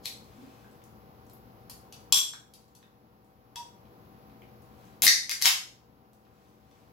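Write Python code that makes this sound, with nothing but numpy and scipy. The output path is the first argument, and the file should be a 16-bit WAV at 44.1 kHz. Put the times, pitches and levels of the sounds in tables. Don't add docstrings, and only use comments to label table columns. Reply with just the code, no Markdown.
import sys
import numpy as np
from scipy import signal
from scipy.fft import rfft, irfft
from scipy.io import wavfile
from scipy.ndimage import uniform_filter1d, minimum_filter1d

SR = 44100
rng = np.random.default_rng(int(sys.argv[2]) if len(sys.argv) > 2 else 0)


def to_wav(s):
    ch = np.atleast_2d(s).T
    pcm = np.round(np.clip(ch, -1, 1) * 32767)
    wavfile.write(sys.argv[1], SR, pcm.astype(np.int16))


N = 305256
TIME_S = np.arange(N) / SR

# frequency in Hz, density in dB. All table levels are relative.
AIR_SPECTRUM = [(25, -25), (45, -11.5), (70, -3.5), (200, -1.5), (300, -4.5), (550, -9), (1050, -10),
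                (1700, -21), (3500, -28), (5000, -28.5), (7500, -39), (9000, -47.5), (11000, -29),
                (15500, -28)]
# frequency in Hz, left-right correlation before capping.
AIR_CORRELATION = [(60, 0.93), (180, .8), (550, 0.93), (1500, 0.22), (15000, 0.0067)]
# frequency in Hz, left minus right in dB.
AIR_PAN = [(60, 10.5), (240, 4.0), (950, 1), (3770, 2.5), (15000, -0.5)]
# frequency in Hz, level in dB.
FAN_LINES = [(61, -69), (119.5, -62), (214, -63), (293, -72.5), (481, -64.5), (770, -63)]
# frequency in Hz, T60 in seconds.
ROOM_DECAY = [(150, 0.068), (1000, 0.38), (3500, 0.37), (7000, 0.38), (11000, 0.33), (16000, 0.2)]
# middle in seconds, length in seconds, level in dB.
GRIP_SWELLS = [(.44, 0.39, -66), (4.844, 0.17, -67.5), (6.41, 0.21, -68.5), (6.76, 0.24, -67.5)]
# frequency in Hz, density in dB.
RUSTLE_SPECTRUM = [(300, -9), (1400, 1.5), (3800, -3), (7000, -7), (15000, -17.5)]
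# start in seconds, length in seconds,
# level in dB, pitch in Hz, glide in Hz per second, waver as a share of pitch.
FRICTION_TONES = [(0.377, 0.091, -47.5, 239, 444, 0.055), (3.562, 0.051, -42, 953.6, 30, 0.0064)]
# frequency in Hz, density in dB.
CLACK_SPECTRUM = [(300, -35), (1400, -13), (2400, -6), (4600, 3.5), (6500, -4), (9500, -10.5), (12000, -4),
                  (15500, -15)]
# start in seconds, level in dB, centre in Hz, width in octaves.
KNOCKS = [(0.645, -53.5, 1610, 0.17), (0.8392, -53.5, 9250, 1.1), (1.2973, -54.5, 6760, 1.4),
          (1.3352, -50, 12900, .3), (1.698, -48, 1830, 1.9), (2.336, -34.5, 1670, 2.1),
          (2.8281, -49, 2270, .7), (3.559, -43.5, 1890, 0.28), (4.4204, -52.5, 2140, 0.6),
          (6.133, -55.5, 8100, 2.1), (6.2685, -55, 1270, .25), (6.7127, -56.5, 3900, 1.3)]
# start in seconds, level in dB, tilt in dB per octave, ring over crack in dB.
TAB_SNAPS = [(1.6975, -39.5, 3.5, -19), (1.9245, -44, -3.5, -14), (2.1237, -10, -0.5, 2),
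             (2.537, -43.5, 0, -14.5), (2.7503, -47.5, 0.5, -22), (3.5577, -32, -3.5, -1.5)]
# frequency in Hz, level in dB, T60 in seconds.
TAB_RING = [(1090, -20, 0.02), (1580, -30.5, .05), (3224, -10, 0.022), (3370, 0, 0.054), (3513, -12, 0.056),
            (5454, -2.5, 0.019), (5638, -4, 0.046), (5930, -10, 0.032), (6280, -9.5, 0.023),
            (7530, -7, 0.034), (8860, -7, 0.0083), (12100, -13.5, 0.011)]
# frequency in Hz, density in dB.
TAB_SPECTRUM = [(30, -25.5), (130, -13), (450, -24), (850, -12), (1900, -23), (2700, -4), (4400, 0.5),
                (6300, -1.5), (9700, -6.5), (12000, -0.5), (15500, -15)]
# frequency in Hz, density in dB.
SPURT_SPECTRUM = [(30, -19.5), (200, -3), (800, -11.5), (1200, -12), (2000, -4.5), (4500, 0), (7500, -3),
                  (9500, -1), (11700, 4), (15500, -1.5)]
# frequency in Hz, density in dB.
BODY_SPECTRUM = [(60, -19), (220, 0), (1000, -3), (1500, -24.5), (6000, -50)]
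# start in seconds, length in seconds, level in dB.
GUSH_BURSTS = [(5.407, .012, -31), (5.444, 0.028, -14.5)]
# frequency in Hz, density in dB.
GUSH_SPECTRUM = [(200, -30.5), (500, -27), (750, 1), (1400, 0.5), (2200, -1.5), (3100, 8.5), (5800, -2.5),
                 (7500, 1), (9500, -11), (11200, 1), (15000, -6.5)]
# start in seconds, length in seconds, level in dB.
TEAR_BURSTS = [(5.076, 0.063, -20.5), (5.16, 0.053, -41.5), (5.46, 0.033, -24.5)]
# start in seconds, level in dB, tilt in dB per octave, ring over crack in dB.
LID_SNAPS = [(5.0205, -13.5, 3.5, -5.5), (5.0667, -4.5, -2, 6.5), (5.0785, -3, 1.5, 15),
             (5.2943, -17.5, 1.5, -4.5), (5.3124, -18, 3.5, 0), (5.318, -21, -1.5, 7.5),
             (5.4155, -21, 0.5, 0), (5.423, -9.5, 4, 4), (5.456, -5, 0.5, 4.5)]
# frequency in Hz, level in dB, T60 in seconds.
LID_RING = [(1800, -8.5, 0.0072), (2114, -8, 0.016), (3804, -10, 0.015), (4450, -4, 0.0067),
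            (4826, -5, 0.016), (5650, -6, .009), (6560, -9, .007), (8500, -16.5, .008), (11000, -18, .005)]
# frequency in Hz, density in dB.
LID_SPECTRUM = [(30, -30.5), (130, -18.5), (400, -28.5), (900, -15.5), (1400, -6.5), (2500, -1.5),
                (4200, -3.5), (6500, 4.5), (9500, -5.5), (12000, -0.5), (15500, -13.5)]


def from_db(db):
    return 10 ** (np.asarray(db) / 20)


def unit_rms(x):
    return x / np.sqrt(np.mean(x ** 2) + 1e-20)


def unit_attack(x):
    return x / np.sqrt(np.mean(x[:132] ** 2) + 1e-20)


def at_hz(points, hz):
    known_hz, values = np.transpose(points)
    return np.interp(np.log(hz + 1e-9), np.log(known_hz), values)


def bins_hz(size):
    return np.fft.rfftfreq(size, 1 / SR)


def noise(gain):
    return unit_rms(irfft(gain * np.exp(2j * np.pi * rng.random(len(gain)))))


def drift(rate_hz):
    return noise(1 / (1 + (bins_hz(N) / rate_hz) ** 2))


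def rushing(spectrum, sputter_db):
    return noise(from_db(at_hz(spectrum, bins_hz(N)))) * from_db(sputter_db * drift(300))


def pan(db):
    return from_db(np.array([[.5], [-.5]]) * db)


def add(track, start_s, sound):
    start = min(round(start_s * SR), N)
    track[start:start + len(sound)] += sound[:N - start]


def decay(t60_s, size=4096):
    return from_db(-60 * TIME_S[:size] / t60_s)


def burst(start_s, length_s, db, attack_s, release_db_per_s):
    age_s = TIME_S - start_s
    fall_db = np.clip(release_db_per_s * (age_s - length_s), 0, 200)
    return np.clip(age_s / attack_s, 0, 1) * from_db(db - fall_db)


def room_air():
    hz = bins_hz(N)
    alike = np.clip(at_hz(AIR_CORRELATION, hz), 0, .85)
    mid, side = rfft(rng.standard_normal((2, N)))
    stereo = np.sqrt(1 + alike) * mid + np.sqrt(1 - alike) * side * [[1], [-1]]
    return unit_rms(irfft(from_db(at_hz(AIR_SPECTRUM, hz)) * pan(at_hz(AIR_PAN, hz)) * stereo))


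def fan(waver_hz=1.45):
    return sum(from_db(db) * np.sqrt(2) * np.sin(2 * np.pi * np.cumsum(hz + waver_hz * drift(5)) / SR)
               for hz, db in FAN_LINES)


def background(lag_samples=14):
    left, right = from_db(-54.56) * room_air() + from_db(-2.5) * pan(3) * fan()
    return np.array([np.interp(TIME_S - lag_samples / SR, TIME_S, left), right])


def room(x, wet_db=4.5, build_s=.0041, reflection_s=.0011, reflection_db=-5, size=32768):
    hz = bins_hz(size)
    white = np.exp(2j * np.pi * rng.random((2, len(hz))))
    tail = 0
    for band_hz, t60_s in ROOM_DECAY:
        band = at_hz([(row[0], row[0] == band_hz) for row in ROOM_DECAY], hz)
        tail += irfft(white * band) * decay(t60_s, size)
    tail *= 1 - np.exp(-(TIME_S[:size] / build_s) ** 2)
    response = from_db(wet_db) * pan(1.5) * tail / np.linalg.norm(tail, axis=1, keepdims=True)
    response[:, :1] += pan(6.5)
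    for channel in response:
        channel[round(reflection_s * SR * rng.uniform(.8, 1.2))] += from_db(reflection_db)
    return signal.fftconvolve(x[None], response, axes=1)[:, :N]


def grip_rustle():
    swells = sum(from_db(db) * np.exp(-np.minimum(2 * ((TIME_S - middle_s) / length_s) ** 2, 20))
                 for middle_s, length_s, db in GRIP_SWELLS)
    return swells * rushing(RUSTLE_SPECTRUM, sputter_db=1.5)


def friction_tone(start_s, length_s, db, start_hz, glide_hz_per_s, waver):
    glide_hz = start_hz + glide_hz_per_s * np.clip(TIME_S - start_s, 0, length_s)
    hz = glide_hz * (1 + waver * drift(70))
    tone = unit_rms(np.sin(2 * np.pi * np.cumsum(hz) / SR))
    return tone * burst(start_s, length_s, db, attack_s=.005, release_db_per_s=1300)


def clack(peak_s=.0562, growth_db_per_s=900, t60_s=.017):
    age_s = TIME_S - peak_s
    db = np.where(age_s < 0, -41 + growth_db_per_s * age_s, -22.5 - 60 * age_s / t60_s)
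    return from_db(np.maximum(db, -200)) * noise(from_db(at_hz(CLACK_SPECTRUM, bins_hz(N))))


def faint_touches(count=24, per_s=2.2, low_hz=1400, high_hz=9000):
    wait, strength, pitch = rng.random((count, 3)).T
    starts_s = np.cumsum(2 * wait / per_s)
    centres_hz = low_hz * (high_hz / low_hz) ** pitch
    return list(zip(starts_s, -64 + 3 * strength, centres_hz, np.ones(count)))


def handling(t60_s=.012):
    out = np.zeros(N)
    for start_s, db, centre_hz, octaves in KNOCKS + faint_touches():
        band = 1 / (1 + (np.log2((bins_hz(4096) + 1) / centre_hz) / octaves) ** 2) ** 2
        add(out, start_s, from_db(db) * unit_attack(noise(band) * decay(t60_s)))
    return out


def metal_ring(modes, tilt_db_per_oct, scatter_db, detune):
    out = 0
    for k, (hz, db, t60_s) in enumerate(modes):
        gain = from_db(db + tilt_db_per_oct * np.log2(hz) - scatter_db * rng.normal())
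        bent_hz = hz * (1 + detune * rng.normal())
        out += (-1) ** k * gain * np.sin(2 * np.pi * bent_hz * TIME_S[:4096]) * decay(t60_s)
    return unit_attack(out)


def snaps(events, modes, spectrum, crack_t60_s, scatter_db, detune):
    out, hz = np.zeros(N), bins_hz(4096)
    for start_s, db, tilt_db_per_oct, ring_db in events:
        colour = from_db(at_hz(spectrum, hz) + tilt_db_per_oct * np.log2(hz + 100))
        crack = unit_attack(noise(colour) * decay(crack_t60_s))
        ring = from_db(ring_db) * metal_ring(modes, tilt_db_per_oct, scatter_db, detune)
        add(out, start_s, from_db(db) * unit_attack(crack + ring))
    return out


def tab_twangs(bounce_count=4, first_gap_s=.0208, gap_ratio=.75):
    hardest_s = max(TAB_SNAPS, key=lambda row: row[1])[0]
    bounces_s = hardest_s + np.cumsum(first_gap_s * gap_ratio ** np.arange(bounce_count))
    events = TAB_SNAPS + [(start_s, -15, 1, 4) for start_s in bounces_s]
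    return snaps(events, TAB_RING, TAB_SPECTRUM, crack_t60_s=.037, scatter_db=5.5, detune=.0068)


def escaping_gas(start_s=5.022, length_s=.035, widening_s=.016):
    spurt = burst(start_s, length_s, db=-16, attack_s=.0095, release_db_per_s=900)
    body = burst(start_s, length_s, db=-33, attack_s=widening_s, release_db_per_s=900)
    gush = sum(burst(*row, attack_s=.0055, release_db_per_s=428) for row in GUSH_BURSTS)
    return (spurt * rushing(SPURT_SPECTRUM, sputter_db=2)
            + body * rushing(BODY_SPECTRUM, sputter_db=.8)
            + gush * rushing(GUSH_SPECTRUM, sputter_db=.5))


def score_tearing(slips_per_s=700, spread_db=8.5, places=12):
    slipping = rng.random(N) < slips_per_s / SR
    slips = slipping * from_db(spread_db * rng.uniform(-.89, 1, N)) * rng.choice([-1, 1], N)
    place = rng.integers(0, places, N)
    rings = 0
    for k in range(places):
        ring = metal_ring(LID_RING, tilt_db_per_oct=4, scatter_db=1, detune=.04)
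        rings += signal.oaconvolve(slips * (place == k), ring)[:N]
    return unit_rms(rings) * sum(burst(*row, attack_s=.012, release_db_per_s=753) for row in TEAR_BURSTS)


def lid_cracks():
    return snaps(LID_SNAPS, LID_RING, LID_SPECTRUM, crack_t60_s=.012, scatter_db=1, detune=.031)


def scene():
    tab = from_db(-3.5) * tab_twangs()
    lid = from_db(-4.5) * (lid_cracks() + score_tearing())
    friction = from_db(-5.5) * (sum(friction_tone(*row) for row in FRICTION_TONES) + grip_rustle())
    contacts = from_db(-4.5) * (clack() + handling())
    gas = from_db(-5.5) * escaping_gas()
    return room(tab + lid + friction + contacts + gas) + background()


def gain_control(x, threshold_db=-30.5, depth_db=6, hold_s=1.11, release_db_per_s=9, attack_s=.037):
    power = uniform_filter1d(np.mean(x ** 2, axis=0), size=220)
    cut_db = np.clip(10 * np.log10(np.abs(power) + 1e-12) - threshold_db, 0, depth_db)
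    half_hold = int(hold_s * SR / 2)
    held_db = -minimum_filter1d(-cut_db, 2 * half_hold + 1, origin=half_hold, mode="constant")
    ramp_db = release_db_per_s * TIME_S
    released_db = np.maximum.accumulate(held_db + ramp_db) - ramp_db
    pole = np.exp(-1 / (attack_s * SR))
    return x * from_db(-signal.lfilter([1 - pole], [1, -pole], released_db))


def record(dry):
    cutoff_hz = 15800
    lowpass = signal.ellip(10, .2, 80, cutoff_hz, fs=SR, output="sos")
    return signal.sosfilt(lowpass, np.tanh(gain_control(dry)))


dry = scene()
out = record(dry)
to_wav(out)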